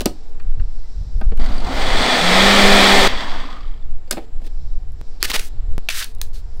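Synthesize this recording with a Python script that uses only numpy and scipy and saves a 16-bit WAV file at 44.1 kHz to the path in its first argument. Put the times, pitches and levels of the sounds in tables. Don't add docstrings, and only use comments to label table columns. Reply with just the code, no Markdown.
import sys
import numpy as np
from scipy import signal
from scipy.fft import rfft, irfft
from scipy.io import wavfile
from scipy.ndimage import uniform_filter1d

SR = 44100
rng = np.random.default_rng(int(sys.argv[2]) if len(sys.argv) > 2 else 0)


def int16_out(signal):
    q = np.round(np.clip(np.atleast_2d(signal).T, -1, 1) * 32767)
    wavfile.write(sys.argv[1], SR, q.astype(np.int16))


def natural_amplitude(level_db):
    exponent = np.asarray(level_db, float) / 20
    return 10 ** exponent


N = 291060
TIME = np.arange(N) / SR

# time_s, turns_hz
SHAFT_SPEED = [(1.39, 24.76), (1.7, 54.07), (2.17, 158), (2.25, 174), (2.31, 183.5), (2.37, 189.5),
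               (2.43, 195.5), (2.49, 198.8), (2.56, 200.3), (2.67, 200), (2.79, 198.3), (2.9, 197.2),
               (3.078, 195)]
# time_s, drone_db
SAUCE_LOAD = [(1.39, -72), (1.398, -38.5), (1.46, -37), (1.6, -39.5), (1.774, -27), (2.042, -21.5),
              (2.4, -16), (2.836, -15), (3.078, -15.5)]
START_S, CUT_S, STOP_S = 1.39, 3.078, 3.95
COAST_HZ, COAST_TAU_S, FRICTION_HZ = 141.2, 0.58, 25.93
COAST_DB, COAST_DB_PER_OCTAVE, FULL_DB = -28, 12, -15
STALL_HZ, STALL_DB_PER_OCTAVE = 42.7, 1.5
# level_db above the loudest drone, slope in dB per dB of drone
DRONE_LAYERS = [
    [(2, 0.27), (-11.5, -0.32), (-17, -1.08), (-12.5, 0.3), (-18, 1.3), (-20.5, -1)],
    [(-1.5, 0), (-3, -0.26), (-10.5, -1.28), (-20, 0), (-19, 6), (-9.5, -0.4)],
]
# frequency_hz, density_db
ROAR_SPECTRUM = [(90, -14.5), (140, -13), (200, -10.5), (320, -8.5), (500, -5), (700, -7.5), (1260, -5.5),
                 (1520, -13), (2090, -9.5), (2750, -15.5), (3400, -7), (5600, -22.5), (8600, -26.5),
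                 (9600, -31), (15700, -35.5)]
# frequency_hz, width_hz, gain_db
HOUSING_MODES = [(548, 34, 3), (654, 55, 5.5), (786, 90, 6), (1190, 120, -1.5), (1790, 39, 8.5),
                 (2120, 120, 2), (2373, 59, 5), (3470, 310, -9), (4300, 250, -1), (5450, 200, 3),
                 (7900, 1000, 3)]
# multiple, peak_db, peak_s, sag_db half a second away, start_s
SHAFT_HUM = [
    (1, -18, 2.64, -9.5, 2.2),
    (2, -23, 2.8, -4, 2.42),
    (3, -22.5, 2.76, -9, 2.43),
]
HUM_RISE_S, HUM_SLIP_S, HUM_SLIP_DB = .05, 2.91, -3
TOP_FROM_S, TOP_DB = 1.72, -50.5
# frequency_hz, width_hz, gain_db
COUPLING_MODES = [
    [(2060, 290, 5), (3400, 500, 9), (4660, 450, 11), (4100, 600, 6), (7900, 500, 6), (8750, 300, 7)],
    [(1900, 500, 11.5), (3420, 400, 22), (4640, 450, 14), (7900, 500, 10), (4200, 500, 5), (8700, 300, 16)],
    [(1900, 600, 13.5), (3400, 560, 18), (2700, 500, 6), (4100, 500, 6), (4680, 350, 13.5), (5450, 300, 6),
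     (8000, 900, 5.5)],
]
# frequency_hz, width_hz, gain_db
CUP_MODES = [
    [(248, 70, 19), (702, 380, 12)],
    [(257, 110, 16.5), (699, 150, 8.5), (1000, 360, 14)],
    [(257, 110, 16.5), (770, 150, 8.5), (1180, 280, 17)],
]
KNOCKING_HZ = 55
SEATED_S, SEATING_S = 1.83, .08
SETTLED_S, SETTLING_S = 3.37, .3
LOOSE_HZ, LOOSE_OCTAVES, LOOSE_DB = 130, 0.37, 5.5
FREE_HZ, FREE_DB_PER_OCTAVE = 62.6, 15
# start_s, peak_db, ring_hz
SHAFT_KNOCKS = [(1.3963, -32, 2080), (1.4163, -25, 2060), (1.4412, -30, 3320), (1.4602, -24, 2010),
                (1.487, -31, 4100), (1.5644, -34, 2310), (1.519, -34, 3200), (1.545, -38, 4200),
                (1.5789, -31, 4350), (1.6038, -33, 4500), (1.6457, -27, 2050), (1.6682, -27, 2440),
                (1.818, -22, 3300), (1.903, -23, 3400), (3.5032, -34, 3440), (3.527, -36, 3400),
                (3.5677, -40, 3150), (3.607, -39, 4600), (3.6306, -39, 3210), (3.652, -41, 3030),
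                (3.6785, -40, 3290), (3.7114, -44, 3210), (3.7393, -40.5, 3180), (3.7767, -47, 3230),
                (3.8241, -43, 3520), (3.8855, -54, 2770), (3.9089, -52, 2500)]
# start_s, peak_db, pitch_hz, decay_cycles
PART_RINGS = [
    [(.0575, -9.5, 4460, 7.2), (.0605, -11.5, 313, 4.5), (.84, -57, 2030, 80), (1.2138, -32, 1570, 9.8),
     (1.214, -30, 807, 6), (1.2045, -47, 11000, 2.5), (4.0765, -44.5, 4700, 12), (4.1235, -21, 4340, 8),
     (4.078, -37, 500, 4.4), (4.1098, -18.5, 1580, 10), (4.1098, -23, 2150, 12), (4.1092, -19, 570, 4),
     (4.445, -45, 2600, 6), (4.472, -46, 3000, 6)],
    [(1.4103, -42, 7000, 4), (1.4337, -40, 6500, 4), (1.4602, -40, 12000, 3), (1.468, -41, 11000, 3),
     (1.503, -44, 12900, 3), (1.541, -42, 12500, 3), (1.617, -44, 12000, 3), (1.643, -42, 12000, 3),
     (1.545, -47, 8750, 26), (1.5809, -43, 8700, 40), (1.58, -27, 4600, 20), (1.6018, -41, 8780, 30),
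     (1.6263, -40, 5400, 8), (1.6672, -34, 6000, 4), (1.6931, -34, 5220, 8)],
    [(3.4103, -31, 1010, 5), (3.4397, -23, 1090, 5.7), (3.4752, -36, 1160, 5), (3.4886, -25, 1020, 5.9),
     (3.5126, -38, 1230, 5), (3.537, -35, 1150, 5), (3.561, -31, 1180, 8), (3.6074, -34, 1140, 6),
     (3.6453, -32, 1210, 4.7), (3.6757, -42, 1050, 5), (3.7396, -47, 1020, 5)],
]

# start_s, crack_db, body_db, sizzle_db, body_pitch_hz
CUP_KNOCKS = [(0.0064, -20, -27.5, -22.5, 375), (0.016, -40, -34, -27.5, 257),
              (0.0574, -14.5, -14, -11.5, 349), (0.398, -30, -53, -56, 186), (0.597, -31, -42, -71, 216),
              (1.2117, -23.5, -26, -50, 206), (1.3183, -27.5, -29.5, -66, 200), (1.374, -33, -40, -43, 208),
              (1.393, -37, -30, -65, 242), (4.1103, -16, -33, -10.5, 355), (4.1239, -27, -30, -26, 356),
              (4.1278, -30, -32, -24.5, 347), (4.1696, -19.5, -24.5, -46, 335), (4.179, -26, -32, -47, 379),
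              (4.1876, -43, -36, -51, 334), (4.198, -48, -46, -56, 298), (4.4161, -43.5, -40, -59, 246),
              (4.4452, -50, -51, -57, 292), (4.466, -44, -57, -44.5, 204)]
# multiple of body pitch, level_db, t60_s
BODY_MODES = [(0.682, -6, 0.092), (1.0, 4, 0.05), (1.548, -3, 0.052), (2.2, -5.5, 0.048),
              (2.898, -11, 0.059)]
# frequency_hz, level_db, t60_s
SHELL_MODES = [(1210, 3, 0.077), (1576, 6, 0.0425), (2157, -2, 0.047), (2840, 0, 0.062), (3080, -21, 0.016),
               (4300, -1.5, .04), (4350, -4, 0.04)]
KNOCK_T60_S = 0.045

# start_s, length_s, level_db, brightness_db, growth_db
TEAR_RUNS = [
    [(4.075, 0.013, -51, -7.5, -11.5), (4.131, 0.04, -46.5, -5, -5.5), (4.204, .05, -58, -9, 0),
     (4.414, 0.025, -56, -3.5, -10), (4.438, .04, -54, -3, 2)],
    [(5.229, .012, -38, 1, -5), (5.239, 0.018, -26.5, 4, 3), (5.262, 0.043, -42.5, 1.5, 6.5),
     (5.297, 0.016, -25, 0, -5), (5.32, 0.012, -31.5, 2.5, -11), (5.331, 0.035, -23, 0, -0.5),
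     (5.367, 0.024, -31, 1, -8.5), (5.391, 0.0062, -20.5, 2.5, -2), (5.397, 0.045, -40, 5.5, -6),
     (5.44, 0.047, -46, 10, -9)],
    [(5.8985, 0.021, -31, 3, -6.5), (5.921, 0.017, -36.5, 5, -4), (5.94, .03, -36, 6.5, -1),
     (5.97, 0.033, -36, 10, -2.5), (6.0, .024, -35, 2.5, -1), (6.024, 0.0255, -36, 5, -9.5)],
    [(6.05, 0.074, -49, 5, -15), (6.217, 0.072, -52.5, 12, -19)],
    [(5.198, 0.045, -43.5, -5.5, -2), (6.326, 0.039, -53, 5.5, -2), (6.366, .04, -54.5, 7, -13)],
]
# boom_db, rise_s, blade_edge_db, crackle_db, taut_film_db, release_s
TEAR_COLOURS = [
    (4, 0.00464, -28, -1.5, -39, .002),
    (-11, 0.0077, -29, -2.5, -13.5, .0014),
    (-24, 0.0036, -26, -7, -4, .004),
    (-30, .003, -7, -1, -30, .004),
    (-30, 0.021, -1.5, -0.5, -31, .012),
]
# start_s, peak_db, centre_hz, sizzle_db, decay_cycles
FILM_SNAPS = [(5.228, 5, 4430, -3, 2.4), (5.2382, -14, 5460, -17, 2.9), (5.3163, -10, 3500, -20, 1.4),
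              (5.3163, -12, 1000, -40, 1), (5.3445, -21, 1000, -30, 0.91), (5.3485, -17, 1200, -29, 0.87),
              (5.354, -14, 2500, -25, 1.5), (5.3615, -12.5, 900, -25, 1), (5.899, -18, 2500, -30, 1.5),
              (5.8877, -2, 2520, -20.5, 2.5), (5.8911, -3.5, 2700, -16, 1.5),
              (6.0438, -20, 4040, -18.5, 1.5), (6.15, -38, 4000, -36, 2.5), (6.1852, -46, 4000, -46, 3.0),
              (6.2153, -17, 3980, -9, 2.7), (5.2285, -19, 354, -58.5, 1.5), (5.888, -23.5, 670, -59, 2.7),
              (6.2156, -32, 1650, -59, 4.8), (6.2158, -33, 4000, -60, 12), (.295, -70, 9000, -53, 1.6),
              (4.92, -71, 9000, -51.5, 1.4), (3.9092, -70, 8000, -48, 1.5), (5.3, -19, 3000, -24.5, 2.2),
              (6.5403, -71, 8000, -52, 1.5), (6.5736, -53.5, 3000, -48, 2.5)]
# frequency_hz, density_db
FILM_SPECTRUM = [(180, -44.5), (300, -7), (366, -3.5), (756, -9), (863, -6.5), (1000, -10), (1810, -2.5),
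                 (1970, -5), (2610, -4.5), (3870, -3.5), (7250, -16), (8140, -13.5), (15500, -19.5)]
# frequency_hz, width_hz, level_db, drift_db_per_s
SLIT_RINGS = [(1590, 320, -2, 38), (2105, 500, -5, -70), (3000, 500, -8, 0), (3720, 450, -4.5, 40),
              (4600, 450, -7.5, -0.5), (6000, 600, -15, 1)]
SLIT_MID_S = 5.97

PORCH_T60_S, PORCH_DB, FILM_PORCH_DB = 0.18, -15, -16.5

# peak_s, half_width_s, flutter_db, buffet_db
WIND_GUSTS = [(.06, 0.044, -24.5, -19), (.33, 0.037, -50, -18), (.5, 0.043, -20, -1.5),
              (.61, 0.04, -13, -7), (.81, 0.071, -30.5, -11.5), (1.03, 0.054, -16, -47),
              (1.17, 0.022, -11, -4), (1.29, 0.033, -10.5, -1), (1.45, 0.091, -30, -3),
              (1.6, 0.2, -18, -11.5), (1.92, 0.075, -14.5, -11), (2.44, 0.088, -22, -11),
              (2.7, 0.099, -26, -7), (3.02, 0.13, -25, -11.5), (3.14, 0.061, -25, -21),
              (3.4, 0.078, -45, -11), (3.72, 0.1, -30, -17), (3.92, 0.06, -26, -12),
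              (4.36, 0.041, -30, -14), (4.6, 0.1, -27, -10.5), (4.74, 0.089, -21.5, -18),
              (4.91, 0.091, -25, -25), (5.26, 0.055, -27.5, -26.5), (5.42, 0.037, -29, -12.5),
              (5.62, 0.064, -18.5, -15), (5.73, 0.037, -16, -6.5), (6.18, 0.051, -25, -15),
              (6.37, 0.14, -25, -18.5), (6.6, 0.034, -23.5, -26)]
# frequency_hz, density_db
BUFFET_SPECTRUM = [(1.5, 17.5), (4, 11), (9, 21.5), (15, 14.5), (22, 11), (40, -67)]
# frequency_hz, density_db
FLUTTER_SPECTRUM = [(12, -10), (22, -4.5), (35, -7.5), (60, -14.5), (110, -29), (200, -46), (400, -93.5)]
# start_s, step as a fraction of full scale
PRESSURE_STEPS = [
    (5.0137, -0.061),
    (5.7807, -.22),
]
CALM_FLUTTER_DB, CALM_BUFFET_DB, WIND_TOP_HZ, GRILLE_LIMIT = -36, -22, 4970, .72

# frequency_hz, density_db
YARD_SPECTRUM = [(130, -3), (230, 0), (330, -4), (500, -8.5), (820, -8.5), (1100, -14.5), (2060, -19.5),
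                 (2900, -23), (5300, -27.5), (6300, -37.5), (7500, -21.5), (8400, -40), (15500, -63)]
# peak_s, half_width_s, low_chorus_db, high_chorus_db
INSECT_SWELLS = [(.15, 0.12, -58.5, -51.5), (.95, 0.28, -60, -50.5), (4.64, 0.13, -63.5, -53.5),
                 (5.1, .1, -63, -52), (5.5, 0.086, -57, -69.5), (5.92, 0.13, -57, -57),
                 (6.6, 0.17, -68, -54)]
CHORUS_LOW_DB, CHORUS_HIGH_DB = -70, -68.5
YARD_DB, DIP_START_S, DIP_END_S, DIP_DB = -52, 4.52, 5.01, -1.5
SELF_NOISE_DB = -74.5


def blender():
    hz = speed()
    turn = 2 * np.pi * np.cumsum(hz * (1 + 0.0005 * walk(30))) / SR
    lumps = natural_amplitude(1.5 * np.clip((1.9 - TIME) / .5, 0, 1) * walk(60))
    pulse = (1 + 0.091 * np.cos(turn)) * lumps
    bands_hz = ((0, 1400), (1400, 5600), (5600, 9000), (9000, 3e4))
    cup, blade, air, top = (hiss(ROAR_SPECTRUM, lo, hi, HOUSING_MODES) for lo, hi in bands_hz)
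    rumble = hiss([(120, -6), (240, 0.5), (340, -5.5)], 120, 340)
    rattles, bells = chatter(hz)
    out = shaft_hum(turn) + pings(PART_RINGS[1] + PART_RINGS[2]) + shaft_knocks(rattles)

    loose = natural_amplitude(LOOSE_DB * (TIME < CUT_S) * np.exp(-(np.log2(hz / LOOSE_HZ) / LOOSE_OCTAVES) ** 2))
    loose = loose * natural_amplitude(FREE_DB_PER_OCTAVE * (TIME > CUT_S) * np.log2(np.minimum(hz / FREE_HZ, 1)))
    driven_db = np.interp(TIME, *np.transpose(SAUCE_LOAD))
    coast_db = COAST_DB + COAST_DB_PER_OCTAVE * np.log2(hz / COAST_HZ)
    coast_db = coast_db + STALL_DB_PER_OCTAVE * np.log2(np.minimum(hz / STALL_HZ, 1))
    driven = driven_db, FULL_DB, (TIME > START_S) & (TIME < CUT_S)
    coasting = coast_db, COAST_DB, (TIME >= CUT_S) & (TIME < STOP_S)
    top_on = np.clip((TIME - TOP_FROM_S) / 0.024, 0, 1) * (TIME < CUT_S)
    for (drone_db, loudest_db, on), layers, bell, rattle in zip((driven, coasting), DRONE_LAYERS, bells, rattles):
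        gains = [natural_amplitude(np.minimum(db + slope * (drone_db - loudest_db), 3.5)) for db, slope in layers]
        blade_gain, rattle_gain, bell_gain, air_gain, top_gain, rumble_gain = gains
        top_gain = np.hypot(top_gain, natural_amplitude(TOP_DB - drone_db) * top_on)
        wash = natural_amplitude(0.56 * walk(14)) * cup + blade_gain * natural_amplitude(0.68 * walk(15)) * blade
        wash = wash + air_gain * air + top_gain * top + rumble_gain * rumble
        shell = rattle_gain * loose * natural_amplitude(1.5 * walk(35)) * rattle
        ringing = bell_gain * natural_amplitude(1.5 * walk(30)) * bell
        out = out + on * natural_amplitude(drone_db) * (pulse * wash + shell + ringing)
    return out


def speed():
    coast = (COAST_HZ + FRICTION_HZ) * np.exp(-(TIME - CUT_S) / COAST_TAU_S) - FRICTION_HZ
    return np.where(TIME < CUT_S, np.interp(TIME, *np.transpose(SHAFT_SPEED)), np.maximum(coast, 2))


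def shaft_hum(turn):
    out = np.zeros(N)
    slip_db = HUM_SLIP_DB * np.clip((TIME - HUM_SLIP_S) / 0.049, 0, 1)
    for k, peak_db, peak_s, sag_db, start_s in SHAFT_HUM:
        level_db = peak_db + sag_db * (2 * (TIME - peak_s)) ** 2 + (0.3 + .45 * k) * walk(25)
        level_db = level_db + slip_db * (k % 2)
        rise = np.clip((TIME - start_s) / HUM_RISE_S, 0, 1)
        out += np.sqrt(2) * natural_amplitude(level_db) * rise * np.sin(k * turn)
    return out * (TIME < CUT_S)


def chatter(hz):
    phase = np.cumsum(hz * (1 + .15 * walk(40))) / SR
    size = natural_amplitude(1.8 * rng.standard_normal(2000))[phase.astype(int)]
    knock = size * np.clip(hz / KNOCKING_HZ - 1, .15, 1) * np.exp(-(phase % 1) / hz / .003)
    scrape = .55 * np.sqrt(size) * np.clip(hz / KNOCKING_HZ, .45, 1)
    blows = rng.standard_normal(N) * (knock + scrape)
    cup_points = [(100, -18.5), (200, 1.0), (1500, 2.5), (2500, -34.0)]
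    shell_points = [(900, -21.0), (1500, 0.0), (6000, -9), (8900, -18), (10000, -26.5)]
    churning, draining, still = (hiss(cup_points, peaks=peaks, x=blows) for peaks in CUP_MODES)
    slow, fast, free = (hiss(shell_points, peaks=peaks, x=blows) for peaks in COUPLING_MODES)
    settled = np.clip((TIME - SETTLED_S) / SETTLING_S + .5, 0, 1) ** 2
    seated = np.clip((TIME - SEATED_S) / SEATING_S + .5, 0, 1)
    driven_rattle = natural_amplitude(-1.0) * (1 - seated) * slow + seated * fast
    return (driven_rattle, free), (churning, (1 - settled) * draining + settled * still)


def shaft_knocks(rattles):
    out, t = np.zeros(N), TIME[:SR // 20]
    for s, db, hz in SHAFT_KNOCKS:
        i, shell = int(s * SR), rattles[int(s > CUT_S)]
        tones = .6 * np.sin(2 * np.pi * hz * t) + .3 * np.sin(2 * np.pi * 4680 * t)
        env = np.exp(-t / .0045) * (1 - np.exp(-t / .0006))
        add(out, s, natural_amplitude(db) * (tones + .65 * shell[i:i + len(t)]) * env)
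    return out


def pings(rows):
    out, t = np.zeros(N), TIME[:SR // 20]
    for s, db, hz, cycles in rows:
        env = np.exp(-t * hz / max(cycles, .5)) * (1 - np.exp(-t * hz / 1.5))
        add(out, s, natural_amplitude(db) * np.sin(2 * np.pi * hz * t) * env)
    return out


def film():
    grit = rng.standard_normal(N) * natural_amplitude(2.5 * np.minimum(rng.exponential(size=N), 6))
    dull, bright = hiss(FILM_SPECTRUM, 600, 6000, x=grit), hiss(FILM_SPECTRUM, 6000, x=grit)
    tray = hiss([(100, 3.5), (200, 6.0), (450, 11.0), (900, -22.0)], 120, 1180, x=grit)
    edge = hiss([(3000, -14), (4500, 7), (5600, -13.5)], 2720, 6000, x=grit)
    taut = np.zeros(N)
    for hz, width, db, drift in SLIT_RINGS:
        drift_db = np.clip(drift * (TIME - SLIT_MID_S), -6, 6)
        band = hiss([(100, 0), (200, 0)], hz - width / 2, hz + width / 2, x=grit)
        taut += natural_amplitude(db + drift_db + 3.5 * walk(70)) * band

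    out, t = np.zeros(N), TIME[:SR // 40]
    for rows, (tray_db, rise_s, edge_db, dull_db, taut_db, release_s) in zip(TEAR_RUNS, TEAR_COLOURS):
        body = natural_amplitude(dull_db) * dull + natural_amplitude(taut_db) * taut + natural_amplitude(tray_db) * tray + natural_amplitude(edge_db) * edge
        for s, length, db, bright_db, growth_db in rows:
            rise = np.clip((TIME - s) / rise_s, 0, 1)
            env = rise * np.exp(-np.maximum(TIME - s - length, 0) / release_s)
            level_db = db + growth_db * np.clip((TIME - s) / length, 0, 1)
            out += natural_amplitude(level_db) * env * (body + natural_amplitude(bright_db - 3.5) * bright)
    out *= natural_amplitude(0.83 * walk(120))
    for s, db, hz, sizzle_db, cycles in FILM_SNAPS:
        i = slice(int(s * SR), int(s * SR) + len(t))
        pop = np.sin(2 * np.pi * hz * t) * np.exp(-t * hz / max(cycles, .3)) * (1 - np.exp(-t * hz * 3))
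        pop = np.gradient(pop) * SR / (2 * np.pi * hz)
        pop = pop + 0.2 * dull[i] * np.exp(-t / 0.0016)
        add(out, s, natural_amplitude(db) * pop + natural_amplitude(sizzle_db + 2.5) * bright[i] * np.exp(-t / 0.00039))
    return out


def knocks():
    out, t = np.zeros(N), TIME[:SR // 5]
    thud, dull = hiss(YARD_SPECTRUM, 180, 900), hiss(FILM_SPECTRUM, 900, 2600)
    sharp, tick = hiss(FILM_SPECTRUM, 2600, 5000), hiss(FILM_SPECTRUM, 5000)
    fade = 1000 ** (-t / KNOCK_T60_S)
    chances = rng.standard_normal((len(CUP_KNOCKS), 16))
    for (s, db, body_db, tick_db, hz), chance in zip(CUP_KNOCKS, chances):
        i = slice(int(s * SR), int(s * SR) + len(t))
        soft_db = np.clip(db - tick_db, 0, 30)
        rise = 1 - np.exp(-t / (.0001 + .00005 * soft_db))
        modes = [(f, g - 0.048 * soft_db * np.log2(f / 1500), t60) for f, g, t60 in SHELL_MODES]
        body = ring(np.array(BODY_MODES) * [hz, 1, 1], t, 1.11, chance) + .5 * thud[i] * fade
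        shell = ring(modes, t, (25.5 - 0.29 * soft_db) * KNOCK_T60_S, chance[8:])
        crack = 0.5 * (dull[i] + natural_amplitude(4.0 - 0.5 * soft_db) * sharp[i]) * fade
        y = natural_amplitude(body_db + 13.0) * body * (1 - np.exp(-t / 0.0036))
        y += rise * natural_amplitude(db - 4.5) * (shell + crack)
        add(out, s, y + natural_amplitude(tick_db + 2.0) * tick[i] * fade ** 3.0)
    return out


def wind():
    flutter, buffet = swells(WIND_GUSTS, (CALM_FLUTTER_DB, CALM_BUFFET_DB))
    out = buffet * steady(hiss(BUFFET_SPECTRUM, 0, WIND_TOP_HZ), 0.72)
    out = out + flutter * steady(hiss(FLUTTER_SPECTRUM, 0, WIND_TOP_HZ), 0.04)
    out = GRILLE_LIMIT * np.tanh(out / GRILLE_LIMIT)
    t = TIME[:SR // 4]
    for s, size in PRESSURE_STEPS:
        add(out, s, size * np.exp(-t / .04))
    return out


def yard():
    dip = uniform_filter1d(1. * (TIME > DIP_START_S) * (TIME < DIP_END_S), size=2000)
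    hum = hiss(YARD_SPECTRUM, 130, peaks=[(447.0, 18, 12.8), (740, 11, 7.6)])
    out = natural_amplitude(YARD_DB + DIP_DB * dip + walk(2.2)) * hum
    low = hiss([(3300, -6.5), (3900, 0), (4600, -3)], 3200, 4700)
    high = hiss([(4800, -1.0), (5400, 1), (6500, -10)], 4300, 7800)
    low_gain, high_gain = swells(INSECT_SWELLS, (CHORUS_LOW_DB, CHORUS_HIGH_DB))
    return out + natural_amplitude(-4.0) * low_gain * low + natural_amplitude(-8.5) * high_gain * high


def swells(rows, calm_db):
    gains = []
    for k, calm in enumerate(calm_db):
        power = natural_amplitude(calm) ** 2
        for row in rows:
            power = power + natural_amplitude(row[2 + k]) ** 2 * np.exp(-((TIME - row[0]) / max(row[1], .01)) ** 2)
        gains.append(np.sqrt(power))
    return gains


def ring(modes, t, stretch, chance):
    y = np.zeros(len(t))
    for (hz, db, t60), c in zip(modes, chance):
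        tone = np.sin(2 * np.pi * hz * (1 + 0.044 * c) * t)
        y += natural_amplitude(db + 1.33 * c) * tone * 1000 ** (-t / (t60 * stretch))
    return y / np.max(np.abs(y))


def hiss(points, lo_hz=0, hi_hz=3e4, peaks=(), x=None):
    x = rng.standard_normal(N) if x is None else x
    f = np.maximum(np.arange(N // 2 + 1) * SR / N, .1)
    points_hz, points_db = np.transpose(points)
    db = np.interp(np.log(f), np.log(points_hz), points_db)
    db = db + sum(gain / (1 + (2 * (f - hz) / width) ** 2) for hz, width, gain in peaks)
    edge = 1 / np.sqrt((1 + (lo_hz / f) ** 12) * (1 + (f / hi_hz) ** 12))
    return unit(irfft(rfft(x) * natural_amplitude(db) * edge, N))


def walk(rate):
    k = int(SR / rate)
    steps = np.repeat(rng.standard_normal(N // k + 1), k)
    return unit(uniform_filter1d(uniform_filter1d(steps, k), k)[:N])


def steady(x, seconds):
    k = int(seconds * SR)
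    return x / np.sqrt(uniform_filter1d(uniform_filter1d(x ** 2, k), k) + 0.19)


def unit(x):
    return x / np.sqrt(np.mean(x ** 2))


def add(out, s, y):
    i = int(s * SR)
    out[i:i + len(y)] += y[:N - i]


def scene():
    hits, tears = knocks() + pings(PART_RINGS[0]), film()
    t = TIME[:SR // 3]
    echo = rng.standard_normal(len(t)) * 1000 ** (-t / PORCH_T60_S) * (t > .004)
    echo = signal.lfilter([1], [1, -.45], echo)
    echo = echo / np.sqrt(np.sum(echo ** 2))
    wet = signal.fftconvolve(natural_amplitude(PORCH_DB) * hits + natural_amplitude(FILM_PORCH_DB) * tears, echo)[:N]
    return (hits + tears + wet + blender() + wind() + yard())[None]


def band_limit(x):
    return signal.sosfilt(signal.butter(12, 16550, fs=SR, output="sos"), x)


def record(dry):
    dry = dry + natural_amplitude(SELF_NOISE_DB) * rng.standard_normal(N)
    soft = dry / (1 + np.abs(dry) ** 30) ** (1 / 30)
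    top = signal.ellip(8, .2, 46, 15700, fs=SR, output="sos")
    return band_limit(signal.sosfilt(top, soft))


dry = scene()
out = record(dry)
int16_out(out)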